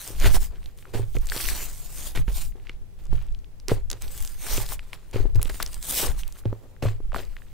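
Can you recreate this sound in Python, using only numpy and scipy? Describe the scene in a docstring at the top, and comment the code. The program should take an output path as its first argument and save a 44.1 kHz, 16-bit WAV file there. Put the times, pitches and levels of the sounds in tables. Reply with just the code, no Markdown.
"""Wet slime fizzes and squelches as it is stretched, and a first sharp pop comes almost at once, then a soft thud.
Hands knead, fold and press a big lump on a wooden table, close under a phone's two microphones.
Fizz and squelch are dense random clicks, coloured and made to swell; pops and blups are short fading swings.
Fingertips send short forces into ringing table modes; slow noise is the air pushed onto the microphone ports.
A quiet room adds a steady hush and a faint short answer."""
import sys
import numpy as np
from scipy import signal
from scipy.fft import rfft, irfft, next_fast_len
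from scipy.io import wavfile
from scipy.ndimage import uniform_filter1d, map_coordinates

SR = 44100
rng = np.random.default_rng(int(sys.argv[2]) if len(sys.argv) > 2 else 0)


def linear_from_db(decibels):
    """Turn decibels (scalar or array-like) into linear amplitude factors; 0 gives 1."""
    return 10 ** (np.asarray(decibels, float) / 20)


def waveform_to_disk(signal):
    """Save audio, clipped to [-1, 1], as 16-bit WAV at the path in sys.argv[1]."""
    frames = np.transpose(np.atleast_2d(signal))
    scaled = np.clip(frames, -1, 1) * 32767
    samples = np.round(scaled).astype(np.int16)
    wavfile.write(sys.argv[1], SR, samples)


N = 332056

# Colour of the quiet room and microphone hiss: pitch_hz, relative level_db (per Hz)
ROOM_COLOUR = [(47, -22), (80, 11.5), (325, -11), (455, -19), (650, -18.5), (1240, -23.5), (2310, -23),
               (4410, -27.5), (15800, -31.5), (16100, -78)]
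# How alike left and right are in the room hush: pitch_hz, likeness (0 to 1)
ROOM_ALIKE = [(60, 0.38), (500, 0.26), (3000, 0)]
# Hands sweeping past the microphones: start_s (strongest push), level_db (before flattening), fall_s
SWEEPS = [(0.261, -2, 0.15), (0.33, -12, 0.062), (0.577, -23, 0.15), (0.958, -23, 0.26), (1.151, -15, 0.31),
          (1.45, -24.5, 1), (1.78, -35, 0.32), (2.2, -9, 0.12), (2.324, -20.5, 0.48), (3.116, -14, 0.29),
          (3.299, -25, 0.081), (3.73, -17, 0.37), (4.05, -21.5, 0.59), (4.538, -15.5, 0.33),
          (5.21, -19, 0.55), (5.388, -9.5, 0.049), (5.599, -31.5, 1), (6.094, -13, 0.16), (6.5, -16, 0.035),
          (6.89, -21.5, 0.67)]
# Colour of the air pushes: pitch_hz, relative level_db (per Hz)
PUSH_COLOUR = [(8, 4.5), (22, 5.5), (50, -3.5), (62, -6.5), (82, -33), (140, -19), (300, -73.5)]
# Ringing modes of the table top: pitch_hz, relative level_db, ring_s (time to fade by 60 dB)
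TABLE_MODES = [(107.4, 1, 0.25), (304, -8, 0.016), (391, -14, 0.057), (466, -8, 0.017), (745, -21, 0.013)]
# How alike left and right are in the table's murmur: pitch_hz, likeness (0 to 1)
TABLE_ALIKE = [(100, 0.099), (200, 0.8), (400, 0.55)]
# Fingertips and folds landing: start_s, relative knock_db, relative boom_db
THUDS = [(0.104, -24.5, -58), (0.243, -13, -49), (0.259, -16.5, -20.5), (0.345, -16.5, -62),
         (0.939, -16.5, -36), (0.95, -12.5, -28.5), (0.995, -16.5, -20.5), (1.151, -16, -25.5),
         (1.168, -14.5, -51), (1.363, -19, -40.5), (2.174, -17, -26), (2.284, -20.5, -60),
         (2.554, -29, -67), (2.696, -28, -64), (3.128, -17.5, -25), (3.715, -5.5, -17.5), (3.725, -17, -60),
         (4.58, -13.5, -28.5), (5.144, -15, -22), (5.16, -9, -46), (5.202, -15, -25), (5.253, -13.5, -56),
         (5.355, -19.5, -16), (5.396, -36, -23.5), (5.455, -22, -58), (5.496, -22, -67),
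         (6.031, -19, -35.5), (6.4584, -17, -17.5), (6.527, -13.5, -61), (6.827, -17, -23),
         (6.841, -19, -19.5), (6.855, -33, -14), (6.863, -24, -25.5), (7.003, -23.5, -59),
         (7.149, -16, -64), (7.161, -20, -52)]
# Hollows closing or letting go: start_s, relative level_db, pitch_hz, fade_cycles (to about a third)
BLUPS = [(0.9535, -23, 402, 1.7), (1.167, -23.5, 553, 0.19), (2.2, -23, 37, 3.8),
         (2.2806, -17.5, 44.8, 2.5), (3.1294, -20.5, 304, 0.32), (3.7171, -11, 452, 2.5),
         (5.4985, -29, 546, 1.3), (6.4553, -14.5, 342, 0.76), (6.5291, -21.5, 600, 0.48),
         (6.8247, -16.5, 620, 0.53), (6.838, -20, 500, 2), (6.853, -17, 574, 1.5), (6.8607, -22, 1130, 2.2),
         (7.131, -25, 605, 1.2), (7.163, -22.5, 670, 2.6)]
# Bursting air pockets: start_s, relative level_db, pitch_hz
POPS = [(0.0768, -11.5, 8400), (0.2005, -13, 7300), (0.2445, -11.5, 1720), (0.259, -13, 1550),
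        (0.3477, -18, 2930), (0.3653, -17, 6190), (0.367, -18.5, 770), (0.558, -36.5, 2900),
        (0.63, -37, 2500), (0.642, -38, 4500), (0.6596, -26.5, 3800), (0.7754, -32, 8310),
        (0.7877, -34.5, 4580), (0.826, -35.5, 2170), (0.872, -43, 2000), (0.8542, -31, 1280),
        (1.1453, -31, 2930), (1.1611, -41, 3250), (1.186, -25.5, 7060), (1.1674, -18.5, 2200),
        (1.2575, -22, 9300), (1.2705, -15, 6930), (1.289, -18, 3520), (1.2992, -11.5, 4450),
        (1.3207, -13.5, 1600), (1.3641, -14, 5100), (1.378, -15.5, 4000), (1.403, -16, 1950),
        (1.4118, -8.5, 9590), (1.45, -25, 6000), (1.4545, -14, 2900), (1.4875, -9, 2250),
        (1.4886, -13, 5700), (1.499, -15, 5400), (2.1599, -19, 6700), (2.1753, -17, 2030),
        (2.2813, -25.5, 1620), (2.523, -40, 2100), (2.599, -39.5, 2230), (2.6702, -27, 2290),
        (2.6948, -22, 2400), (2.6962, -18, 2200), (3.0405, -36, 12300), (3.0547, -31, 6900),
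        (3.0684, -35, 6000), (3.181, -37, 2500), (3.2254, -33, 12500), (3.267, -37, 8000),
        (3.2854, -40, 3000), (3.3243, -38, 5500), (3.3484, -31, 3240), (3.3902, -38, 5000),
        (3.445, -37, 2880), (3.6005, -31, 5070), (3.6836, -5, 5800), (3.696, -17, 1300), (3.902, -9, 5900),
        (3.9144, -9.5, 4800), (3.9158, -10, 9200), (3.9302, -12.5, 4860), (4.022, -13.5, 9100),
        (4.0806, -25, 3960), (4.1777, -13.5, 10400), (4.2048, -17.5, 8360), (4.2254, -12.5, 11600),
        (4.2497, -15, 7200), (4.2757, -16.5, 5750), (4.467, -21, 1500), (4.573, -8, 7000),
        (4.578, -15, 2820), (4.601, -25, 900), (4.664, -21, 4400), (4.6899, -17.5, 4040), (4.722, -22, 950),
        (4.7934, -21.5, 2250), (4.9319, -16.5, 2300), (5.1126, -29, 8250), (5.159, -21.5, 2500),
        (5.2995, -49, 2600), (5.348, -28, 5070), (5.3565, -30, 2570), (5.3946, -26.5, 1150),
        (5.4165, -21, 2600), (5.4167, -15, 9500), (5.4215, -19, 8240), (5.429, -3.5, 11700),
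        (5.4501, -20, 7900), (5.4745, -26, 10100), (5.456, -21.5, 3140), (5.4964, -20, 4360),
        (5.4987, -20, 1520), (5.602, -13, 1210), (5.6095, -24, 1010), (5.6257, -10, 4270),
        (5.6286, 0.5, 12000), (5.663, -12, 5340), (5.6767, -21, 7700), (5.732, -20, 6200),
        (5.744, -11.5, 8700), (5.8275, -11.5, 7400), (5.9108, -4, 9600), (5.9681, -12, 4370),
        (6.0006, -19, 11250), (6.048, -18.5, 1200), (6.072, -24, 1000), (6.179, -36, 1000),
        (6.2345, -21, 2870), (6.279, -18, 10900), (6.2895, -42, 980), (6.3244, -22, 8860),
        (6.36, -38, 1300), (6.3693, -38, 1780), (6.3939, -33, 10960), (6.437, -42, 1400),
        (6.4558, -29, 3100), (6.765, -39, 1690), (6.8865, -26.5, 1490), (7.1203, -24, 1240),
        (7.1306, -31, 2720), (7.1456, -12, 1100), (7.162, -16, 1430), (7.2517, -28.5, 4820),
        (7.42, -34.5, 1820), (7.367, -23, 1880)]
# Slime pulled or folded: start_s (most strain), fizz level_db, squelch level_db, rise_s, fall_s
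PULLS = [(0.04, -38.5, -50, 0.12, 0.17), (0.264, -33, -30, 0.1, 0.074), (0.357, -31.5, -42, 0.061, 0.033),
         (0.431, -39, -47.5, 0.055, 0.06), (0.666, -64, -61.5, 0.17, 0.12),
         (0.784, -58, -61.5, 0.017, 0.098), (1.23, -56, -55.5, 0.072, 0.27),
         (1.373, -31.5, -39.5, 0.094, 0.16), (1.49, -32.5, -40.5, 0.12, 0.12),
         (1.57, -35, -42, 0.037, 0.17), (1.85, -46.5, -59.5, 1, .3), (2.041, -38, -49, 0.19, 0.13),
         (2.387, -35, -50.5, 0.097, 0.1), (2.715, -77, -57.5, 0.16, 0.063), (3.2, -65, -56.5, 0.22, 0.14),
         (4.026, -46, -44, 0.021, 0.056), (4.19, -43, -54.5, 0.2, 0.25), (4.572, -30, -36, 0.19, 0.11),
         (4.735, -33, -46, 0.087, 0.027), (4.85, -62.5, -60, 0.95, 0.59), (5.358, -44, -41, 0.0057, 0.012),
         (5.481, -47.5, -49.5, 0.079, 0.0043), (5.549, -42.5, -49, 0.062, 0.066),
         (5.615, -48, -45.5, 0.034, 0.15), (5.736, -44, -50, 0.04, 0.076), (5.903, -30, -47, 0.098, 0.19),
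         (6.001, -24, -38, 0.12, 0.06), (6.063, -28.5, -50, 0.048, 0.011), (6.108, -42.5, -41, 0.06, 0.026),
         (6.195, -41.5, -50, 0.028, 0.036), (6.3, -60, -59, 0.88, 0.053), (6.384, -53, -58.5, 0.07, 0.045),
         (6.65, -68.5, -83, 0.61, 0.21), (7.3, -66.5, -64, 0.4, 1)]
# Fingers pressed in: start_s (contact), squelch level_db, relative table_db, fall_s
PRESSES = [(0.082, -74, -42.5, 0.13), (0.22, -59, -40, 0.19), (0.343, -34, -34, 0.047),
           (0.509, -61.5, -44.5, 0.11), (0.851, -62, -44.5, 0.32), (0.939, -39.5, -28.5, 0.11),
           (1.155, -41, -36, 0.024), (2.154, -35.5, -53.5, 0.071), (2.28, -47.5, -42, 0.073),
           (2.559, -68, -49, 0.14), (2.99, -60.5, -60, 0.12), (3.129, -50, -38, 0.066),
           (3.686, -40, -26.5, 0.11), (3.711, -41.5, -23.5, 0.07), (3.906, -49, -35, 0.085),
           (4.061, -65, -43.5, 0.12), (4.453, -54, -40, 0.12), (4.932, -44, -65, 0.046),
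           (5.135, -43.5, -31, 0.14), (5.245, -75, -45, 0.14), (5.358, -57, -36.5, 0.14),
           (5.496, -36, -38, 0.021), (5.602, -38, -57, 0.027), (6.02, -35.5, -30, 0.12),
           (6.452, -63, -39.5, 0.19), (6.62, -83, -45.5, 0.19), (6.827, -41, -27.5, 0.12),
           (7.145, -41.5, -34, 0.13)]
# Colour of the fizz: pitch_hz, relative level_db (per Hz)
FIZZ_COLOUR = [(1500, -3.5), (3500, 3), (5500, 2.5), (8300, 8), (11600, 2.5), (14100, 6.5), (15700, 2),
               (16100, -63)]
# Colour of the squelch: pitch_hz, relative level_db (per Hz)
SQUELCH_COLOUR = [(300, 3), (700, 2), (1300, 0), (2500, 0), (4200, -4), (16000, -33)]
# How alike left and right are in the slime: pitch_hz, likeness (0 to 1)
SLIME_ALIKE = [(200, 0.85), (2000, 0.99), (6800, 0.56), (15000, 0.51)]

SPAN_DB = 20  # a swell changes by this much over its rise or fall time
# Slime settling and hands hovering; the table level is relative
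REST_FIZZ_DB, REST_SQUELCH_DB, REST_TABLE_DB, REST_AIR_DB = -79, -80, -57, -43
PULL_ROUND, PRESS_ROUND, SWEEP_ROUND = 1.69, 1.84, 0.87  # roundness of the crests
SQUELCH_BRIEF = 0.91  # length of a pull's squelch over its fizz
PRESS_RISE_S, SWEEP_RISE_S = 0.006, 0.067
PRESS_FIZZ_DB = -6.5  # fizz of a press over its squelch
PORT_LIMIT = 0.4  # strong air pushes flatten towards this amplitude
BOOM_LAG_S = 0.0014  # the slow table mode reaches the right port late
BLUP_ATTACK_S = 0.00049
TOP_HZ = 16900  # band limit of the phone


def unit(x):
    """Scale to rms 1."""
    return x / np.sqrt(np.mean(x ** 2) + 1e-20)


def along(points, hz):
    """Read a curve of (Hz, value) points on a log pitch axis."""
    f, v = np.transpose(points)
    return np.interp(np.log(hz + 1), np.log(f + 1), v)


def wobble(rate):
    """A smooth random curve with rate knots a second."""
    knots = rng.standard_normal(int(N * rate / SR) + 4)
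    return map_coordinates(knots, [np.arange(N) * rate / SR])


def filtered(x, response):
    """Shape x by a response that depends on frequency in Hz."""
    m = next_fast_len(N + SR // 2)
    return irfft(rfft(x, m) * response(np.fft.rfftfreq(m, 1 / SR)), m)[..., :N]


def sides(pan_db):
    """Left and right gains, pan_db apart."""
    return linear_from_db(np.array([pan_db, -pan_db]) / 2)


def stereo(pair, spectrum, alike):
    """Colour two unrelated signals and mix them into a left and right of given likeness, rms 1."""
    def shares(hz):
        angle = np.arccos(np.clip(along(alike, hz), -1, 1)) / 2
        return linear_from_db(along(spectrum, hz)) * [np.cos(angle), np.sin(angle)]

    mid, side = filtered(pair, shares)
    return unit(np.array([mid + side, mid - side]))


def swells(rows, rest_db, roundness):
    """Gain in time from (s, dB, rise s, fall s) swells, their powers added over a resting level."""
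    step = 32  # samples between points of the curve
    t = np.arange(N // step + 2) * step / SR
    power = np.full(len(t), linear_from_db(2 * rest_db))
    for s, db, rise, fall in rows:
        away = np.where(t < s, (s - t) / max(rise, 0.002), (t - s) / max(fall, 0.005))
        power = power + linear_from_db(2 * (db - SPAN_DB * away ** roundness))
    return np.interp(np.arange(N) / SR, t, np.sqrt(power))


def bursts(rate, spread_db, clump_db):
    """Clumped random clicks, few large and many small; both ports share their timing."""
    chance = rng.random(N) < rate / SR
    click_db = spread_db * np.minimum(rng.exponential(size=N), 5)
    size = chance * linear_from_db(click_db + clump_db * wobble(60))
    return size * rng.standard_normal((2, N))


def room_tone():
    """The quiet room and the microphones' own hiss are steady coloured noise."""
    return linear_from_db(-54.0) * stereo(rng.standard_normal((2, N)), ROOM_COLOUR, ROOM_ALIKE)


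def walls(x):
    """The room gives a short fading answer, different on each side."""
    t = np.arange(SR // 4) / SR
    tail = rng.standard_normal((2, len(t))) * linear_from_db(-60 * t / 0.29)
    return signal.fftconvolve(x, tail / np.linalg.norm(tail[0]), axes=1)[:, :N]


def hands():
    """Air pushes come in lumps, differ from port to port and flatten when strong."""
    rows = [(s, db, SWEEP_RISE_S, fall) for s, db, fall in SWEEPS]
    push = swells(rows, REST_AIR_DB, SWEEP_ROUND)
    lumps = linear_from_db(3.5 * np.array([wobble(14), wobble(14)]))
    flow = stereo(rng.standard_normal((2, N)), PUSH_COLOUR, [(30, 0.011)])
    air = push * unit(lumps * flow)
    return PORT_LIMIT * np.tanh(air / PORT_LIMIT)


def table(force, boom):
    """The table's lowest mode rings from slow pushes, the rest from sharper ones cushioned by slime."""
    def mode(f, hz, db, ring_s):
        turning = 2 * np.pi * hz
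        return linear_from_db(db) * turning / ((np.log(1000) / ring_s + 2j * np.pi * f) ** 2 + turning ** 2)

    def upper_modes(f):
        cushion = 1j * f / 450 / (1 + 1j * f / 900)  # holds back the slow part of the force
        return SR * cushion * sum(mode(f, *row) for row in TABLE_MODES[1:])

    low = filtered(boom, lambda f: SR * mode(f, *TABLE_MODES[0]))
    return low + filtered(force, upper_modes)


def thuds():
    """Soft blows put a few milliseconds of uneven force into the table."""
    force, boom = np.zeros((2, N + SR)), np.zeros((2, N + SR))
    t = np.arange(SR // 50) / SR
    for s, db, boom_db in THUDS:
        uneven = 1 + 0.74 * rng.standard_normal(len(t))
        blow = linear_from_db(-60 * t / 0.018) * uneven * (1 - np.exp(-t / 0.00084))
        place = sides(3 * rng.standard_normal())
        start, late = round(s * SR), round((s + BOOM_LAG_S) * SR)
        force[:, start:][:, :len(t)] += linear_from_db(db - 22.0) * blow * place[:, None] * rng.choice([-1, 1])
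        boom[[0, 1], [start, late]] += linear_from_db(boom_db) * place * [0.85, 1.1]
    return table(force[:, :N], boom[:, :N])


def murmur():
    """Pressing hands rub the table and keep it murmuring in its modes."""
    rows = [(s, db, PRESS_RISE_S, fall) for s, _, db, fall in PRESSES]
    work = swells(rows, REST_TABLE_DB, PRESS_ROUND)
    rub = work * unit(bursts(rate=3000.0, spread_db=1.5, clump_db=1.5))
    ringing = table(rub, 0.15 * rub)
    strength = np.sqrt(np.mean(ringing ** 2))
    return linear_from_db(-19.5) * strength * stereo(ringing, [(100, 0)], TABLE_ALIKE)


def blups():
    """A hollow gives a quick inward suck, then its air swings and fades."""
    out, t = np.zeros((2, N + SR)), np.arange(SR // 10) / SR
    for s, db, hz, cycles in BLUPS:
        swing = -np.cos(2 * np.pi * hz * t - 0.6) * np.exp(-t * hz / cycles)
        suck = swing * (1 - np.exp(-t / BLUP_ATTACK_S))
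        place = sides(2 * rng.standard_normal())[:, None]
        out[:, round(s * SR):][:, :len(t)] += linear_from_db(db) * place * suck
    return out[:, :N]


def squelching():
    """Pulls and presses both work the wet folds; this is the squelch gain in time."""
    pulled = [(s, db, SQUELCH_BRIEF * rise, SQUELCH_BRIEF * fall) for s, _, db, rise, fall in PULLS]
    pressed = [(s, db, PRESS_RISE_S, fall) for s, db, _, fall in PRESSES]
    from_pulls = swells(pulled, REST_SQUELCH_DB, PULL_ROUND)
    return np.hypot(from_pulls, swells(pressed, -120, PRESS_ROUND))


def sticky_pops():
    """Extra pockets burst at random times, louder when the squelch is louder."""
    when, size, pitch = rng.random((650, 3)).T
    start = when * (N - 1)
    effort_db = 20 * np.log10(squelching()[start.astype(int)])
    return np.c_[start / SR, 0.75 * effort_db - 9 + 11 * size, 1000 * 12 ** pitch]


def pops():
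    """A bursting pocket gives one quick breath, then weaker copies scattered off folds and fingers."""
    out, t = np.zeros((2, N + SR)), np.arange(SR // 200) / SR
    later = np.arange(SR // 60) / SR
    for s, db, hz in [*POPS, *sticky_pops()]:
        cycles = 0.75 * (5000 / hz) ** 0.3  # large pockets ring a little longer
        soft = min(1, 0.55 * np.sqrt(5000 / hz))  # and open with a rounder edge
        swing = np.cos(2 * np.pi * hz * t - 0.4 + 0.24 * rng.standard_normal())
        burst = swing * np.exp(-t * hz / cycles) * (1 - soft * np.exp(-t * hz * 5.4))
        # a slow return leaves almost no net air
        burst = burst - burst.sum() * np.exp(-t * hz * 0.5) / np.exp(-t * hz * 0.53).sum()
        noise = rng.standard_normal((3, len(later)))
        scatter = noise[0] + 0.5 * noise[1:]  # shared part plus one part for each side
        echoes = 0.11 * linear_from_db(-60 * later / 0.0065) * scatter * np.sqrt(hz / 5000)
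        echoes[:, 0] = 1  # the direct sound
        sound = signal.fftconvolve(echoes, burst[None], axes=1)
        place = sides(2.5 * rng.standard_normal())[:, None]
        out[:, round(s * SR):][:, :sound.shape[1]] += linear_from_db(db) * place * sound
    return out[:, :N]


def patchy(x, depth_db):
    """Folds opening and closing shift the colour: random gain patches over frequency and time, rms 1."""
    z = signal.stft(x, nperseg=512)[2]
    field = uniform_filter1d(rng.standard_normal(z.shape[1:]), size=7, axis=0)
    field = uniform_filter1d(field, size=14, axis=1)
    return unit(signal.istft(z * linear_from_db(depth_db * unit(field)), nperseg=512)[1][:, :N])


def slime():
    """Tiny pockets burst in a dense fizz, bigger wet ones in a sparser squelch."""
    pulls = [(s, db, rise, fall) for s, db, _, rise, fall in PULLS]
    presses = [(s, db + PRESS_FIZZ_DB, PRESS_RISE_S, fall) for s, db, _, fall in PRESSES]
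    stretched = swells(pulls, REST_FIZZ_DB, PULL_ROUND)
    squeezed = swells(presses, -120, PRESS_ROUND)
    tiny = stereo(bursts(rate=6000.0, spread_db=0.5, clump_db=1.5), FIZZ_COLOUR, SLIME_ALIKE)
    fizz = np.hypot(stretched, squeezed) * patchy(tiny, depth_db=3.0)
    wet = stereo(bursts(rate=2500.0, spread_db=1.6, clump_db=2.5), SQUELCH_COLOUR, SLIME_ALIKE)
    squelch = squelching() * patchy(wet, depth_db=1.8)
    return (fizz + squelch) * sides(1.8 * wobble(34))  # wanders between left and right


def scene():
    """Add slime, table and air, with the room answering the pops, blups and thuds."""
    near = pops() + blups() + thuds()
    far = linear_from_db(-21) * walls(near)
    return near + far + slime() + murmur() + hands() + room_tone()


def top_cut(x):
    """Nothing passes above the cut-off."""
    return signal.sosfilt(signal.butter(12, 17040, fs=SR, output="sos"), x)


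def record(dry):
    """The phone keeps nothing above its band limit."""
    mix = filtered(dry, lambda hz: hz < TOP_HZ)
    return top_cut(mix)


dry = scene()
out = record(dry)
waveform_to_disk(out)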